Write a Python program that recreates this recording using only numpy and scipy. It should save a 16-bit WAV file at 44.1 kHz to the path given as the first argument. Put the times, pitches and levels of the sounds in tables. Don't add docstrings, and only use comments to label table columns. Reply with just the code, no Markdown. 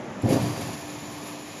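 import sys
import numpy as np
from scipy import signal
from scipy.fft import rfft, irfft
from scipy.io import wavfile

SR = 44100
rng = np.random.default_rng(int(sys.argv[2]) if len(sys.argv) > 2 else 0)


def transcribe(u):
    v = np.clip(np.atleast_2d(u).T, -1, 1)
    q = np.round(v * 32767).astype(np.int16)
    wavfile.write(sys.argv[1], SR, q)


N = 70560
TIME_S = np.arange(N) / SR
BINS_HZ = np.fft.rfftfreq(N, 1 / SR) + 1


def amp(db):
    return 10 ** (np.asarray(db) / 20)


def unit(x):
    return x / np.sqrt(np.mean(x ** 2) + 1e-20)


def level(points):
    return amp(np.interp(TIME_S, *np.transpose(points)))


def fade_in(start_s, length_s):
    return np.clip((TIME_S - start_s) / length_s, 0, 1)


def colour(x, points):
    hz, db = np.transpose(points)
    return irfft(rfft(x) * amp(np.interp(np.log(BINS_HZ), np.log(hz), db)), N)


def noise(spectrum):
    return unit(colour(rng.standard_normal(N), spectrum))


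def drift(rate_hz):
    return unit(irfft(rfft(rng.standard_normal(N)) / (1 + (BINS_HZ / rate_hz) ** 4), N))


def resonance(hz, width_hz):
    return unit(irfft(rfft(rng.standard_normal(N)) / (1 + (2 * (BINS_HZ - hz) / width_hz) ** 2), N))


def wavering_tone(hz, waver_hz, rate_hz):
    return np.sin(2 * np.pi * np.cumsum(hz + waver_hz * drift(rate_hz)) / SR)


# pitch_hz, level_db, t60_s
FRAME_MODES = [(71.1, -16.5, 0.44), (105.6, -19, 0.23), (117.2, 1, 0.345), (149.3, -8.5, 0.48),
               (178.6, -9, 0.16), (227.3, -4, 0.37), (256.2, -1.5, 0.22), (277.5, 2.3, 0.28),
               (405.6, -4.5, 0.23), (471, -15, 0.18), (529.5, -3.7, 0.37), (660, -12.5, 0.55),
               (712.0, -11.5, 0.64), (827, -18, 0.5)]
# pitch_hz, density_db
BOOM_SPECTRUM = [(30, -36), (55, -37), (75, -12), (110, 1), (280, -4.5), (450, -8.5), (680, -7.5),
                 (1000, -22.5), (1600, -53), (4000, -73)]
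def knock(start_s, boom_db, ring_db, stress_hz):
    def stress(hz, lift_db=8.5, width_octaves=0.39):
        return amp(lift_db * np.exp(-(np.log2(hz / stress_hz) / width_octaves) ** 2))

    age = np.maximum(TIME_S - start_s, 0)
    ring = sum(stress(hz) * amp(db - 60 * age / t60) * np.sin(2 * np.pi * hz * age)
               for hz, db, t60 in FRAME_MODES)
    boom = irfft(rfft(noise(BOOM_SPECTRUM)) * stress(BINS_HZ), N)
    boom_t60_s, tail_t60_s = 0.21, 0.71
    decay = np.hypot(amp(-60 * age / boom_t60_s), amp(-16.5 - 60 * age / tail_t60_s))
    attack = fade_in(start_s, length_s=0.0053)
    return attack * (amp(ring_db - 28) * ring + amp(boom_db - 23.5) * decay * boom)


# start_s, boom_db, ring_db, stress_hz
SURGE_KNOCKS = [(0.2327, -3, 0.4, 109), (0.252, -0.5, -3, 293), (0.2823, 2, 2.5, 157),
                (0.2941, -4.5, -2.5, 546), (0.3215, -2.2, -7, 285), (0.337, -1.2, -6.7, 690),
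                (0.354, -1, -4.5, 210), (0.4025, -7.5, -6, 133), (0.4358, -6.6, -13, 400),
                (0.4519, -13.0, -8, 155), (0.4948, -12, -18, 126), (0.572, -16, -14.5, 566),
                (0.6147, -16.5, -13.9, 315), (0.6561, -18, -15, 167), (0.6812, -12, -18, 886)]
# time_s, level_db
SHUDDER_LEVEL = [(0, -83), (.25, -58), (.4, -30.5), (.5, -35), (.56, -45), (.63, -38.5), (.72, -43),
                 (.77, -46), (.98, -49), (1.22, -49.5), (1.31, -57.5), (1.6, -61)]
# pitch_hz, density_db
SHUDDER_SPECTRUM = [(30, -27), (58, -17.5), (90, 1.5), (130, 1), (190, -2), (400, -25), (1500, -52)]
def surge():
    knocks = sum(knock(*row) for row in SURGE_KNOCKS)
    return knocks + level(SHUDDER_LEVEL) * noise(SHUDDER_SPECTRUM)


# time_s, level_db
FLOW_LEVEL = [(0, -91), (.2, -63), (.225, -51), (.272, -46.5), (.298, -38), (.33, -35), (.38, -41),
              (.45, -39.5), (.58, -41.5), (.62, -39.5), (.8, -44), (1.15, -44.5), (1.28, -43),
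              (1.37, -45.5), (1.6, -45)]
# pitch_hz, density_db
HISS_SPECTRUM = [(300, -20), (1000, 1), (1480, 1.5), (1750, 4.5), (2100, 3), (2450, 4.5), (3100, 2),
                 (4000, 1), (5300, -0.15), (7200, 1), (9700, -3), (10700, -0.6), (12200, -9), (13000, -14),
                 (14000, -21)]
# pitch_hz, width_hz, level_db
PIPE_RESONANCES = [(1763, 29, -16.5), (2155, 46, -16.5), (2380, 43, -19), (2480, 51, -17.5)]
def oil_flow(pops_per_s=1800, fizz_from_hz=9300):
    pops = rng.standard_normal(N) * amp(np.minimum(rng.exponential(1, N), 4))
    pops *= rng.random(N) < pops_per_s / SR
    crackle = amp(-8.5) * unit(colour(pops, HISS_SPECTRUM))
    hiss = unit(noise(HISS_SPECTRUM) + crackle)
    fizz = irfft(rfft(hiss) * (BINS_HZ > fizz_from_hz), N)
    hiss = hiss - fizz + fizz * amp(1.5 * drift(rate_hz=15.5))
    hiss *= amp(0.72 * drift(rate_hz=37))
    pipes = sum(amp(db) * resonance(hz, width_hz) for hz, width_hz, db in PIPE_RESONANCES)
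    return level(FLOW_LEVEL) * (hiss + pipes)


# start_s, level_db, t60_s
VALVE_SPITS = [(.218, -41.5, 0.057), (0.29, -35.5, .17), (.425, -38.5, 0.13), (.608, -40, 0.13),
               (1.272, -44, .14)]
# pitch_hz, density_db
SPIT_SPECTRUM = [(2000, -15), (5500, -27), (7500, 9), (9700, 4.5), (11500, 4.5), (12600, -11), (14000, -27)]
def spits(rise_s=0.0016):
    spurts = np.zeros(N)
    for start_s, db, t60 in VALVE_SPITS:
        age = np.maximum(TIME_S - start_s, 0)
        spurts += fade_in(start_s, rise_s) * amp(db - 60 * age / t60) * noise(SPIT_SPECTRUM)
    return spurts


# time_s, level_db
BRIGHT_HISS_LEVEL = [(0, -94.5), (.28, -80), (.31, -34), (.38, -38), (.68, -42), (.76, -72), (1.6, -73)]
# pitch_hz, density_db
BRIGHT_HISS_SPECTRUM = [(6000, -39), (7400, -10), (8100, 3), (8900, 8), (9500, -15), (12000, -24),
                        (13200, -21), (14000, -29)]
# time_s, level_db
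VALVE_RING_LEVEL = [(0, -92), (.27, -70), (.31, -49), (.54, -52.5), (.62, -53), (.8, -69), (1.6, -70)]
# time_s, level_db
WHISTLE_LEVEL = [(0, -93), (.55, -68), (.62, -56), (.77, -52), (.85, -56.5), (1.03, -52), (1.22, -57),
                 (1.28, -51), (1.35, -58), (1.43, -52), (1.6, -53)]
def valve():
    whistle = unit(amp(1.3 * drift(rate_hz=20)) * resonance(hz=6940, width_hz=220))
    bright_hiss = level(BRIGHT_HISS_LEVEL) * noise(BRIGHT_HISS_SPECTRUM)
    ring = level(VALVE_RING_LEVEL) * resonance(hz=4740, width_hz=200)
    return bright_hiss + ring + level(WHISTLE_LEVEL) * whistle


# pitch_hz, level_db
HUM_TONES = [(296.5, -40.5), (668, -52), (703, -59), (530, -56)]
# time_s, gain_db
HUM_GAIN = [(0, -67), (.3, -29), (.41, 6.5), (.48, 11), (.56, -5), (.63, 7), (.685, -14), (.74, 1),
            (.82, -2), (.91, 3), (1.0, -4.5), (1.06, -1.5), (1.25, 0), (1.33, 1), (1.4, -3), (1.49, -2.5),
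            (1.6, -9)]
# pitch_hz, density_db
RUMBLE_SPECTRUM = [(30, -33), (60, -19), (110, -5.5), (200, -5.5), (290, -4), (380, 0), (450, -7.5),
                   (700, -3.5), (1150, -5.5), (1450, -20.5), (3000, -29.5)]
# time_s, gain_db
RUMBLE_GAIN = [(0, -53), (.25, -49), (.33, 12), (.48, 5), (.56, 6), (.72, 2), (.8, -0.5), (1.0, -0.5),
               (1.2, 1), (1.33, 1), (1.42, -2), (1.6, -2.5)]
def ram():
    hum = sum(amp(db + drift(rate_hz=38)) * wavering_tone(hz, waver_hz=0.7, rate_hz=12)
              for hz, db in HUM_TONES)
    rumble = amp(-43.5) * noise(RUMBLE_SPECTRUM)
    return level(HUM_GAIN) * hum + level(RUMBLE_GAIN) * rumble


# pitch_hz, level_db
PUMP_TONES = [(194, -53), (597, -48.5), (856, -55), (1744, -60)]
# pitch_hz, density_db
HALL_SPECTRUM = [(25, -17), (55, -24), (90, -10), (130, -2.5), (230, 0.5), (430, -7.5), (620, -6.5),
                 (1000, -12.5), (1500, -18), (2300, -20.5), (4500, -33), (7200, -30), (11500, -43.5),
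                 (12800, -58)]
# time_s, gain_db
HALL_GAIN = [(0, 0.5), (.3, 1), (.8, -8), (1.6, -9)]
def pump_and_hall():
    tones = sum(amp(db) * wavering_tone(hz, waver_hz=2.2, rate_hz=7.7) for hz, db in PUMP_TONES)
    tones *= 1 - fade_in(start_s=0.28, length_s=0.3)
    drone = amp(-36.5) * noise(HALL_SPECTRUM)
    return level(HALL_GAIN) * (drone + tones)


def scene():
    return (surge() + spits() + oil_flow() + valve() + ram() + pump_and_hall())[None]


# pitch_hz, gain_db
TREBLE_NOTCH = [(7300, 0.5), (7700, -10.5), (8050, -26.5), (8950, -19.5), (9300, -9.5), (9650, -0.5)]
def record(dry, low_cut_hz=45, high_cut_hz=14000):
    low_cut = signal.butter(2, low_cut_hz, "high", fs=SR, output="sos")
    high_cut = signal.firwin(511, high_cut_hz, window=("kaiser", 9), fs=SR)
    notched = colour(dry[0], TREBLE_NOTCH)
    return signal.oaconvolve(signal.sosfilt(low_cut, notched), high_cut, "same")[None]


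dry = scene()
out = record(dry)
transcribe(out)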